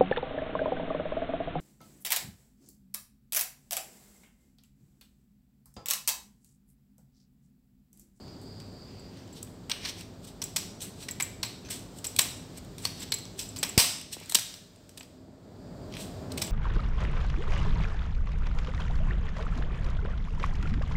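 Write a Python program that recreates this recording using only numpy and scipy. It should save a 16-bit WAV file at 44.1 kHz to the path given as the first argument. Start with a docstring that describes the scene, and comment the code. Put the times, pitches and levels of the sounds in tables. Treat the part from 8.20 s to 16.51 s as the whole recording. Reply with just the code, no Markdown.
"""Kitchen scissors bite through a crab claw, close by, in a hard-walled room open to the street.
Each bite is a few milliseconds of fractures that ring the shell and the piece breaking off.
The blades grate on the shell between bites and ring when they meet; the claw gives a few low jolts.
Under it all lie an outdoor rumble, thin air noise, a faint hum and, at times, a hiss like far insects."""
import sys
import numpy as np
from scipy import signal
from scipy.fft import rfft, irfft
from scipy.io import wavfile

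SR = 44100
rng = np.random.default_rng(int(sys.argv[2]) if len(sys.argv) > 2 else 0)


def unload_audio(sound):
    """Save the sound as a 16-bit wav file, at the path given as the first command line argument."""
    columns = np.transpose(np.atleast_2d(sound))
    # keep every value between -1 and 1, then stretch to whole-number steps
    steps = np.round(np.clip(columns, -1, 1) * 32767)
    wavfile.write(sys.argv[1], SR, steps.astype(np.int16))


N = 366471


def amp(db):
    """dB to gain."""
    return 10 ** (np.asarray(db) / 20)


def unit_rms(x):
    """Scale to rms 1."""
    return x / np.sqrt(np.mean(x ** 2) + 1e-20)


def curves(rows):
    """Breakpoint columns at every sample."""
    times_s, *columns = np.transpose(rows)
    return [np.interp(np.arange(N) / SR, times_s, column) for column in columns]


def band(x, low_hz, high_hz):
    """Band-pass."""
    sos = signal.butter(2, [low_hz, high_hz], "band", fs=SR, output="sos")
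    return signal.sosfilt(sos, x + 1e-18)


def resonances(x, modes):
    """Parallel resonators with alternating signs."""
    out = 0
    for k, (pitch_hz, width_hz, level_db) in enumerate(modes):
        r = np.exp(-np.pi * width_hz / SR)
        b = [(1 - r * r) / 2, 0, (r * r - 1) / 2]
        a = [1, -2 * r * np.cos(2 * np.pi * pitch_hz / SR), r * r]
        out = out + (-1) ** k * amp(level_db) * signal.lfilter(b, a, x + 1e-18)
    return out


def coloured_noise(spectrum):
    """Steady noise with the given spectrum; rms 1."""
    freq_hz, level_db = np.transpose(spectrum)
    bins_hz = np.maximum(np.fft.rfftfreq(N, 1 / SR), 1)
    gains = amp(np.interp(np.log(bins_hz), np.log(freq_hz), level_db))
    return unit_rms(irfft(rfft(rng.standard_normal(N)) * gains, N))


def narrow_noise(pitch_hz, width_hz):
    """Noise twice through one resonator; rms 1."""
    mode = [(pitch_hz, width_hz, 0)]
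    return unit_rms(resonances(resonances(rng.standard_normal(N), mode), mode))


def grit(rate_per_s, spread_db):
    """Random clicks, sizes scattered by spread_db; rms 1."""
    sizes = amp(spread_db * np.minimum(rng.exponential(1, N), 4)) * rng.choice([-1, 1], N)
    return unit_rms(sizes * (rng.random(N) < rate_per_s / SR))


def bursts(starts_s, levels_db, holds_ms, rise_ms, fade_ms, sag_db_per_ms=0.28):
    """Envelope: each burst rises, sags while it holds, then fades."""
    out, age_ms = np.zeros(N), np.arange(SR // 20) * 1000 / SR
    onset = (1 - np.exp(-age_ms / rise_ms)) * amp(-sag_db_per_ms * age_ms)
    for start_s, level_db, hold_ms in zip(starts_s, levels_db, holds_ms):
        shape = amp(level_db) * onset * np.exp(-np.maximum(age_ms - hold_ms, 0) / fade_ms)
        at = round(start_s * SR)
        out[at:at + len(shape)] += shape[:N - at]
    return out


# Rumble spectrum: freq_hz, density_db
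RUMBLE_SPECTRUM = [(12, -49.5), (20, -24), (37, -13.5), (97, -1.5), (134, -4.5), (167, -0.5), (260, -7),
                   (288, -7.5), (398, -8.5), (528, -14), (608, -14), (1640, -29), (2500, -39),
                   (3250, -69.5), (5500, -120)]
# Hums in the rumble: pitch_hz, width_hz, level_db
HUMS = [(46.5, 1.7, -12.5), (101.6, 14, -6), (172, 29, -12), (261, 9.1, -7.5), (399.8, 24, -17)]
# Air noise spectrum: freq_hz, density_db
AIR_SPECTRUM = [(900, -39.5), (1300, -14), (2000, -15), (2700, -15.5), (3600, -11), (4800, -11.5),
                (6300, -18.5), (7300, -13), (8800, -18.5), (9500, -31.5), (13000, -23.5), (16000, -27.5)]
# Background levels, sinking after the loudest cracks, then swelling: time_s, rumble_db, air_db
BACKGROUND_LEVELS = [(0, -47, -62), (1, -48, -63), (2, -48, -63), (3, -47, -63), (4, -46.5, -57.5),
                     (5, -47, -60.5), (5.58, -46, -54.5), (5.75, -51.5, -76), (6.2, -54.5, -44.5),
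                     (6.5, -57, -63.5), (6.9, -54, -65.5), (7.1, -53.5, -71), (7.35, -48.5, -67),
                     (7.62, -43.5, -62.5), (7.94, -41.5, -56.5), (8.17, -37.5, -61.5), (8.31, -40, -52)]


def background():
    """Low rumble with wavering hums, and thin air noise."""
    rumble_db, air_db = curves(BACKGROUND_LEVELS)
    modes = [(hz, width_hz, db - 10 * np.log10(width_hz)) for hz, width_hz, db in HUMS]
    hums = unit_rms(resonances(rng.standard_normal(N), modes))
    rumble = coloured_noise(RUMBLE_SPECTRUM) + amp(-4) * hums
    return amp(rumble_db) * rumble + amp(air_db) * coloured_noise(AIR_SPECTRUM)


# Hiss bands: pitch_hz, width_hz, level_db
HISS_BANDS = [(4590, 470, -3), (4870, 240, -4)]
# Hiss envelope: time_s, level_db
HISS_LEVELS = [(0, -57.5), (.5, -57.5), (.8, -56), (.95, -67.5), (1.3, -73), (6.5, -74.5), (7.2, -81),
               (7.5, -68.5), (8.31, -68.5)]


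def insect_hiss(waver_db=1.5, waver_hz=(1, 5.6)):
    """A narrow, wavering hiss like far insects."""
    swell_db = waver_db * unit_rms(band(rng.standard_normal(N), *waver_hz))
    hiss = sum(amp(db) * narrow_noise(hz, width_hz) for hz, width_hz, db in HISS_BANDS)
    return amp(curves(HISS_LEVELS)[0] + swell_db) * hiss


# Hum envelope: time_s, level_db
FAINT_HUM_LEVELS = [(0, -91), (5.6, -67), (6.3, -68.5), (7.2, -64), (7.6, -53), (8.0, -52), (8.31, -51)]


def faint_hum():
    """A narrow hum that grows toward the end."""
    return amp(curves(FAINT_HUM_LEVELS)[0]) * narrow_noise(pitch_hz=613, width_hz=94)


# Claw shell modes: pitch_hz, width_hz, level_db
SHELL_MODES = [(2022, 1970, 1), (3050, 950, 4.5), (3900, 780, 1), (4198, 300, 4), (5700, 1050, 0.5),
               (7920, 550, 1), (8585, 620, -2)]
# Splinter modes: pitch_hz, width_hz, level_db
SPLINTER_MODES = [(10120, 1600, -0.5), (11530, 1500, 1.5), (12500, 540, 0.5), (13300, 980, -2),
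                  (15000, 1200, -4)]


def shell_voices(clicks):
    """Clicks heard through five parts of the claw."""
    ringing = resonances(clicks, SHELL_MODES)
    wall = amp(11.5) * band(ringing, 2882, 5170)
    hollow = amp(15.5) * band(clicks, 450, 1500)
    body = amp(12) * band(ringing, 1600, 3700)
    cut_edge = amp(13.5) * band(ringing, 7260, 9300)
    splinters = amp(9) * band(resonances(clicks, SPLINTER_MODES), 9300, 17000)
    return wall, hollow, body, cut_edge, splinters


# Shell cracks: start_s, level_db, length_ms, depth_db, bright_db, room_db, piece_hz
CRACKS = [(0.078, -57.5, 2.8, 1, -20, 6, 4650), (0.215, -63, 0.8, -8, 8.5, 9, 8600),
          (0.4007, -51.5, 1.4, 2, -0.5, 4, 4900), (0.9711, -54, 2.5, -11, -11, 7, 4600),
          (1.076, -56, 2.6, -16, -13, -2, 7400), (1.2273, -51, 2.7, -6, 14, -1, 8550),
          (1.272, -60.5, 3, 5, -8, -6, 2800), (1.497, -33.5, 1.7, -0.5, -5.5, 10.5, 2930),
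          (1.5151, -23, 3.1, -19.5, -23, -7, 4160), (1.649, -38.5, 12.6, -4, -15, 1, 4400),
          (1.808, -45.5, 4, -9, -4, -1, 2740), (2.2172, -35.5, 8.8, -5, 0, 1.5, 5770),
          (2.3611, -28, 8.3, -3.5, 0, 2, 5750), (2.6044, -46, 4.4, -6, -7, 7, 6330),
          (2.6192, -43.5, 5, -23, 0, 5.5, 8950), (2.8258, -43, 2.5, -7, -9, 1, 3900),
          (2.8849, -35, 5.4, -4.5, -3.5, 1.5, 1980), (2.9997, -33.5, 10.8, 1, 1.5, 0.5, 2160),
          (3.2294, -32, 7.4, -0.5, -3, 3, 4350), (3.4494, -51.5, 1.1, -3, -12, 16.5, 6100),
          (3.486, -48, 6, -1.5, -13, -5, 1460), (3.502, -48, 11, -17, 9, 0, 8650),
          (3.785, -50.5, 5, -7, 1, -5, 7390), (3.8431, -39, 10.5, -3, 3.5, 4.5, 5600),
          (3.9629, -34.5, 1.7, -14, 5, 0, 4300), (3.988, -21.5, 7.6, 0, 4.5, 0.5, 3810),
          (4.3727, -53, 13, -3, 7, -10, 8810), (4.447, -61, 2.5, 0, 5, -8, 8420),
          (4.5812, -45, 4.4, -6, -2, 7, 8360), (4.6519, -25, 2.6, -3, -3.5, 1, 4360),
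          (4.92, -26, 6.3, -7, -3.5, -0.5, 4140), (5.0535, -45, 1.8, -6, -9, 3, 5990),
          (5.191, -40, 12.5, -15, 2, 6, 5230), (5.3614, -43, 9.5, -1.5, 2.5, 5, 4860),
          (5.429, -28, 9.3, 2.5, 1, -0.5, 5200), (5.5774, -19.5, 3.8, -1, 3, 8.5, 5070),
          (5.5915, -27.5, 2, -7.5, 7, 9.5, 5400), (5.5977, -21, 2.4, -8, -1, -5, 5250),
          (5.603, -18, 3, -7, -2, 6, 5570), (5.813, -45, 1.7, -6, 5, -6, 2760),
          (5.926, -48.5, 6.4, -11, 2.5, -7.5, 5230), (5.981, -53.5, 1.5, -2.5, -11, -3, 4230),
          (5.9996, -58.5, 2, 8.5, 13.5, -2.5, 8210), (6.035, -54, 1.5, -8, 1.5, -2.5, 4200),
          (6.059, -55.5, 1.6, 1, 9, -3, 4200), (6.0952, -41, 4.4, -11, 8.5, 2, 4240),
          (6.1126, -43.5, 2.3, -16, 8.5, -2.5, 3620), (6.1214, -33.5, 2.6, -0.5, 3, -2.5, 4130),
          (6.1455, -19.5, 4.7, -11, 1.5, -1.5, 6190), (6.152, -16.5, 3.5, -10.5, -3, -1, 4060),
          (6.1858, -41, 3, 6.5, 4.5, -5, 8200), (6.1933, -39.5, 3, -2.5, 6.5, -2, 5086),
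          (6.3391, -46, 3.3, -7, 0, 5, 3880), (6.559, -57.5, 2.6, -3.5, -11, -5, 8400),
          (6.6923, -55.5, 2.5, -1, 5, 2.5, 5630), (6.774, -47, 8.3, -3, 0.5, -2, 3600),
          (6.8075, -53.5, 4, 10, -15, -4, 2820), (6.8297, -51.5, 2.9, -4, -1.5, -2, 4760),
          (7.7232, -51, 2.4, -7, -5, 2, 3100), (7.7378, -43, 2, 2, -15, 6, 3200),
          (7.7518, -44, 2.3, -5, -12, 0, 3000), (7.7676, -45, 2.4, 4.5, -5, 6.5, 3130),
          (8.118, -43.5, 5, -17, 2, -3, 4050), (8.1752, -40, 7.3, 1, 2.5, -3, 3860),
          (8.1997, -57, 2, 2, 12, -3, 8300), (8.2178, -35.5, 8.1, 2, 4.5, 0, 5100),
          (8.277, -44, 2.4, 0, -22, -3, 2800)]


def cracks():
    """Dense runs of fractures; the room gets each run's energy as one blow. Returns near, send."""
    start_s, level_db, length_ms, depth_db, bright_db, room_db, _ = np.transpose(CRACKS)
    at = np.round(start_s * SR).astype(int)
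    blow_gain = np.sqrt((length_ms + 1) * SR / 1000)
    voices = shell_voices(grit(rate_per_s=14000, spread_db=6))
    near, send = np.zeros(N), np.zeros(N)
    for k, voice_db in enumerate([0, depth_db - 9, depth_db, bright_db + 0.5, bright_db - 5.5]):
        near += voices[k] * bursts(start_s, level_db + voice_db, length_ms, rise_ms=0.33, fade_ms=2)
        blows = np.zeros(N)
        blows[at] = blow_gain * amp(level_db + voice_db + room_db)
        send += shell_voices(blows)[k]
    return near, send


def broken_pieces(q=12, chip_db=-8.5, low_hz=1775, high_hz=9350):
    """Each crack rings the broken piece and two chips of random pitch. Returns near, send."""
    near, send = np.zeros(N), np.zeros(N)
    fractures = grit(rate_per_s=6000, spread_db=4)
    for start_s, level_db, length_ms, _, _, room_db, piece_hz in CRACKS:
        at = round(start_s * SR)
        span = slice(at, at + SR // 20)
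        age_ms = np.arange(len(fractures[span])) * 1000 / SR
        shaking = fractures[span] * np.exp(-np.maximum(age_ms - length_ms, 0) / 1.7)
        chips_hz = low_hz * (high_hz / low_hz) ** rng.random(2)
        parts = [(piece_hz, 0)] + [(hz, chip_db) for hz in chips_hz]
        modes = [(hz, hz / q, db - 10 * np.log10(hz / q / SR)) for hz, db in parts]
        ring = amp(level_db) * resonances(shaking, modes)
        near[span] += amp(-5) * ring
        send[span] += amp(room_db - 6.5) * ring
    return near, send


# Strokes on the shell: peak_s, level_db, swell_ms, fade_ms, depth_db, bright_db
STROKES = [(0.696, -70, 180, 690, 6, -9), (0.986, -63.5, 130, 200, -2, -11),
           (1.174, -51.5, 58, 66, -20, -4.5), (1.235, -71, 40, 120, -6, 2), (1.658, -44, 59, 61, 4, -10),
           (1.698, -37, 65, 16, -10, -5.5), (1.794, -49, 66, 66, -2, -3), (2.05, -49, 24, 13, -16, 0),
           (2.074, -50, 10, 54, -11, -1), (2.622, -42, 17, 54, -10, 4.5), (2.66, -60, 40, 100, 3, -3),
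           (2.832, -46.5, 70, 42, -6, -1), (3.508, -38.5, 12, 100, -5, 1), (3.784, -56.5, 68, 64, -12.5, 3),
           (4.382, -54.5, 87, 32, -3, -3), (4.648, -45, 46, 27, -4, 0), (4.775, -59, 40, 100, -12, -7),
           (4.835, -41, 67, 9.8, -5.5, -2), (4.89, -51, 100, 20, -6, -10), (5.196, -41.5, 21, 66, -5.5, 1),
           (5.934, -35.5, 17, 18.5, -13, 0.5), (6.03, -61, 150, 47, 9, -10), (6.778, -57, 12, 22, -10.5, 4),
           (6.808, -63, 21, 87, -6, 3), (7.738, -58, 60, 60, 2, -20), (7.808, -45.5, 45, 91, -9, 1),
           (8.105, -58, 15, 160, 1, -15), (8.177, -39.5, 3.7, 38, -10, -3), (8.218, -38, 8, 75, -10, -3.5)]


def grating(range_db=20):
    """Blades and fingers slip over rough shell; a stroke swells and fades by range_db in its times."""
    wall, hollow, body, cut_edge, splinters = shell_voices(grit(rate_per_s=7400, spread_db=2.5))
    deep = body + amp(-11.5) * hollow
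    bright = cut_edge + amp(-8) * splinters
    time_ms, out = np.arange(N) * 1000 / SR, np.zeros(N)
    for peak_s, level_db, swell_ms, fade_ms, depth_db, bright_db in STROKES:
        from_peak = np.maximum((1000 * peak_s - time_ms) / swell_ms, (time_ms - 1000 * peak_s) / fade_ms)
        on = from_peak < 2
        taper = np.minimum(2 * (2 - from_peak[on]), 1)
        pressure = amp(level_db - range_db * from_peak[on]) * taper
        out[on] += pressure * (wall[on] + amp(depth_db) * deep[on] + amp(bright_db) * bright[on])
    return out


# Blade contacts: start_s, level_db
BLADE_TAPS = [(0.794, -51.5), (1.127, -45.5), (2.2396, -25.5), (2.385, -33), (2.9096, -27.5), (3.023, -20),
              (3.255, -38), (3.8659, -29), (4.0104, -20), (4.6208, -41), (4.7995, -38), (4.8264, -37),
              (4.903, -47), (4.9397, -23.5), (4.982, -36), (5.222, -34.5), (5.2873, -40), (5.3857, -32),
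              (5.456, -30.5), (5.4906, -30.5), (6.797, -44), (8.2424, -37), (8.2654, -37)]
# Steel modes: pitch_hz, level_db, t60_s
BLADE_MODES = [(7690, 2, 0.029), (7830, -8, 0.024), (11700, -10, 0.008), (12600, -18, .006),
               (14300, -16.5, .004)]


def blades(chatter_ms=9.3):
    """Steel chatters briefly on steel, ticking and ringing the blade modes."""
    start_s, tap_db = np.transpose(BLADE_TAPS)
    holds_ms = np.full(len(start_s), chatter_ms)
    contact = bursts(start_s, tap_db - 21, 0.24 * holds_ms, rise_ms=2.2, fade_ms=1)
    contact += bursts(start_s, tap_db - 26, holds_ms, rise_ms=0.3, fade_ms=1.5)
    chatter = grit(rate_per_s=5000, spread_db=0) * contact
    tick = amp(9.5) * band(chatter, 7700, 15500)
    ring = np.zeros(N)
    for pitch_hz, level_db, t60_s in BLADE_MODES:
        r, w = amp(-60 / (t60_s * SR)), 2 * np.pi * pitch_hz / SR
        mode = signal.lfilter([0, np.sin(w)], [1, -2 * r * np.cos(w), r * r], chatter + 1e-18)
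        ring += amp(level_db) * mode
    return tick + ring


# Low jolts: start_s, level_db, pitch_hz, t60_s
JOLTS = [(5.5767, -4, 77, 0.025), (5.967, -33, 242, 0.033), (6.013, -36, 220, 0.026),
         (6.152, -27, 198.4, 0.034), (7.084, -41, 198, 0.071)]


def jolts(rise_s=0.001, drop_s=0.0014):
    """The claw gives way or knocks: short thumps that drop at once to their pitch."""
    out = np.zeros(N)
    for start_s, level_db, pitch_hz, t60_s in JOLTS:
        age_s = np.maximum(np.arange(N) / SR - start_s, 0)
        cycles = pitch_hz * (age_s + 0.0073 * (1 - np.exp(-age_s / drop_s)))
        envelope = amp(level_db - 60 * age_s / t60_s) * (1 - np.exp(-age_s / rise_s))
        out += envelope * np.sin(2 * np.pi * cycles)
    return out


# Room decay: freq_hz, t60_s, level_db
ROOM_DECAY = [(300, 0.1, -1), (800, .5, -2), (2100, 0.54, -5.5), (5500, 0.58, -6), (8950, 0.46, -8),
              (14600, 0.35, -2.5)]


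def room(send, build_s=0.0027, wet_db=-34.5):
    """Dense echoes off hard walls build up, arrive unevenly at first and die band by band."""
    age_s = np.arange(int(0.7 * SR)) / SR
    edges_hz = 200 * 2 ** np.arange(0, 6.6, 0.5)
    freq_hz, t60_s, level_db = np.transpose(ROOM_DECAY)
    echoes = 0
    for low_hz, high_hz in zip(edges_hz, edges_hz[1:]):
        log_centre = np.log(low_hz * high_hz) / 2
        band_db = np.interp(log_centre, np.log(freq_hz), level_db)
        band_t60_s = np.interp(log_centre, np.log(freq_hz), t60_s)
        noise = band(rng.standard_normal(len(age_s)), low_hz, high_hz)
        echoes = echoes + amp(band_db - 60 * age_s / band_t60_s) * noise
    echoes *= np.clip(age_s / build_s, 0, 1) ** 2
    uneven_db = 4.5 * np.repeat(rng.standard_normal(len(age_s) // 100 + 1), 100)[:len(age_s)]
    echoes *= amp(uneven_db * np.exp(-age_s / 0.042))
    return amp(wet_db) * signal.fftconvolve(send, echoes)[:N]


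def scene():
    """Scissors and claw, their echoes and the background; mono."""
    pieces_near, pieces_send = broken_pieces()
    cracks_near, cracks_send = cracks()
    steel, rubbing = blades(), grating()
    near = cracks_near + pieces_near + rubbing + steel + jolts()
    echoes = room(cracks_send + pieces_send + rubbing + amp(-3) * steel)
    return (near + echoes + background() + insect_hiss() + faint_hum())[None]


def record(dry, cutoff_hz=15700):
    """Soft clip, then a steep low-pass."""
    lowpass = signal.ellip(8, 0.5, 60, cutoff_hz, fs=SR, output="sos")
    return signal.sosfilt(lowpass, np.tanh(dry))


dry = scene()
out = record(dry)
unload_audio(out)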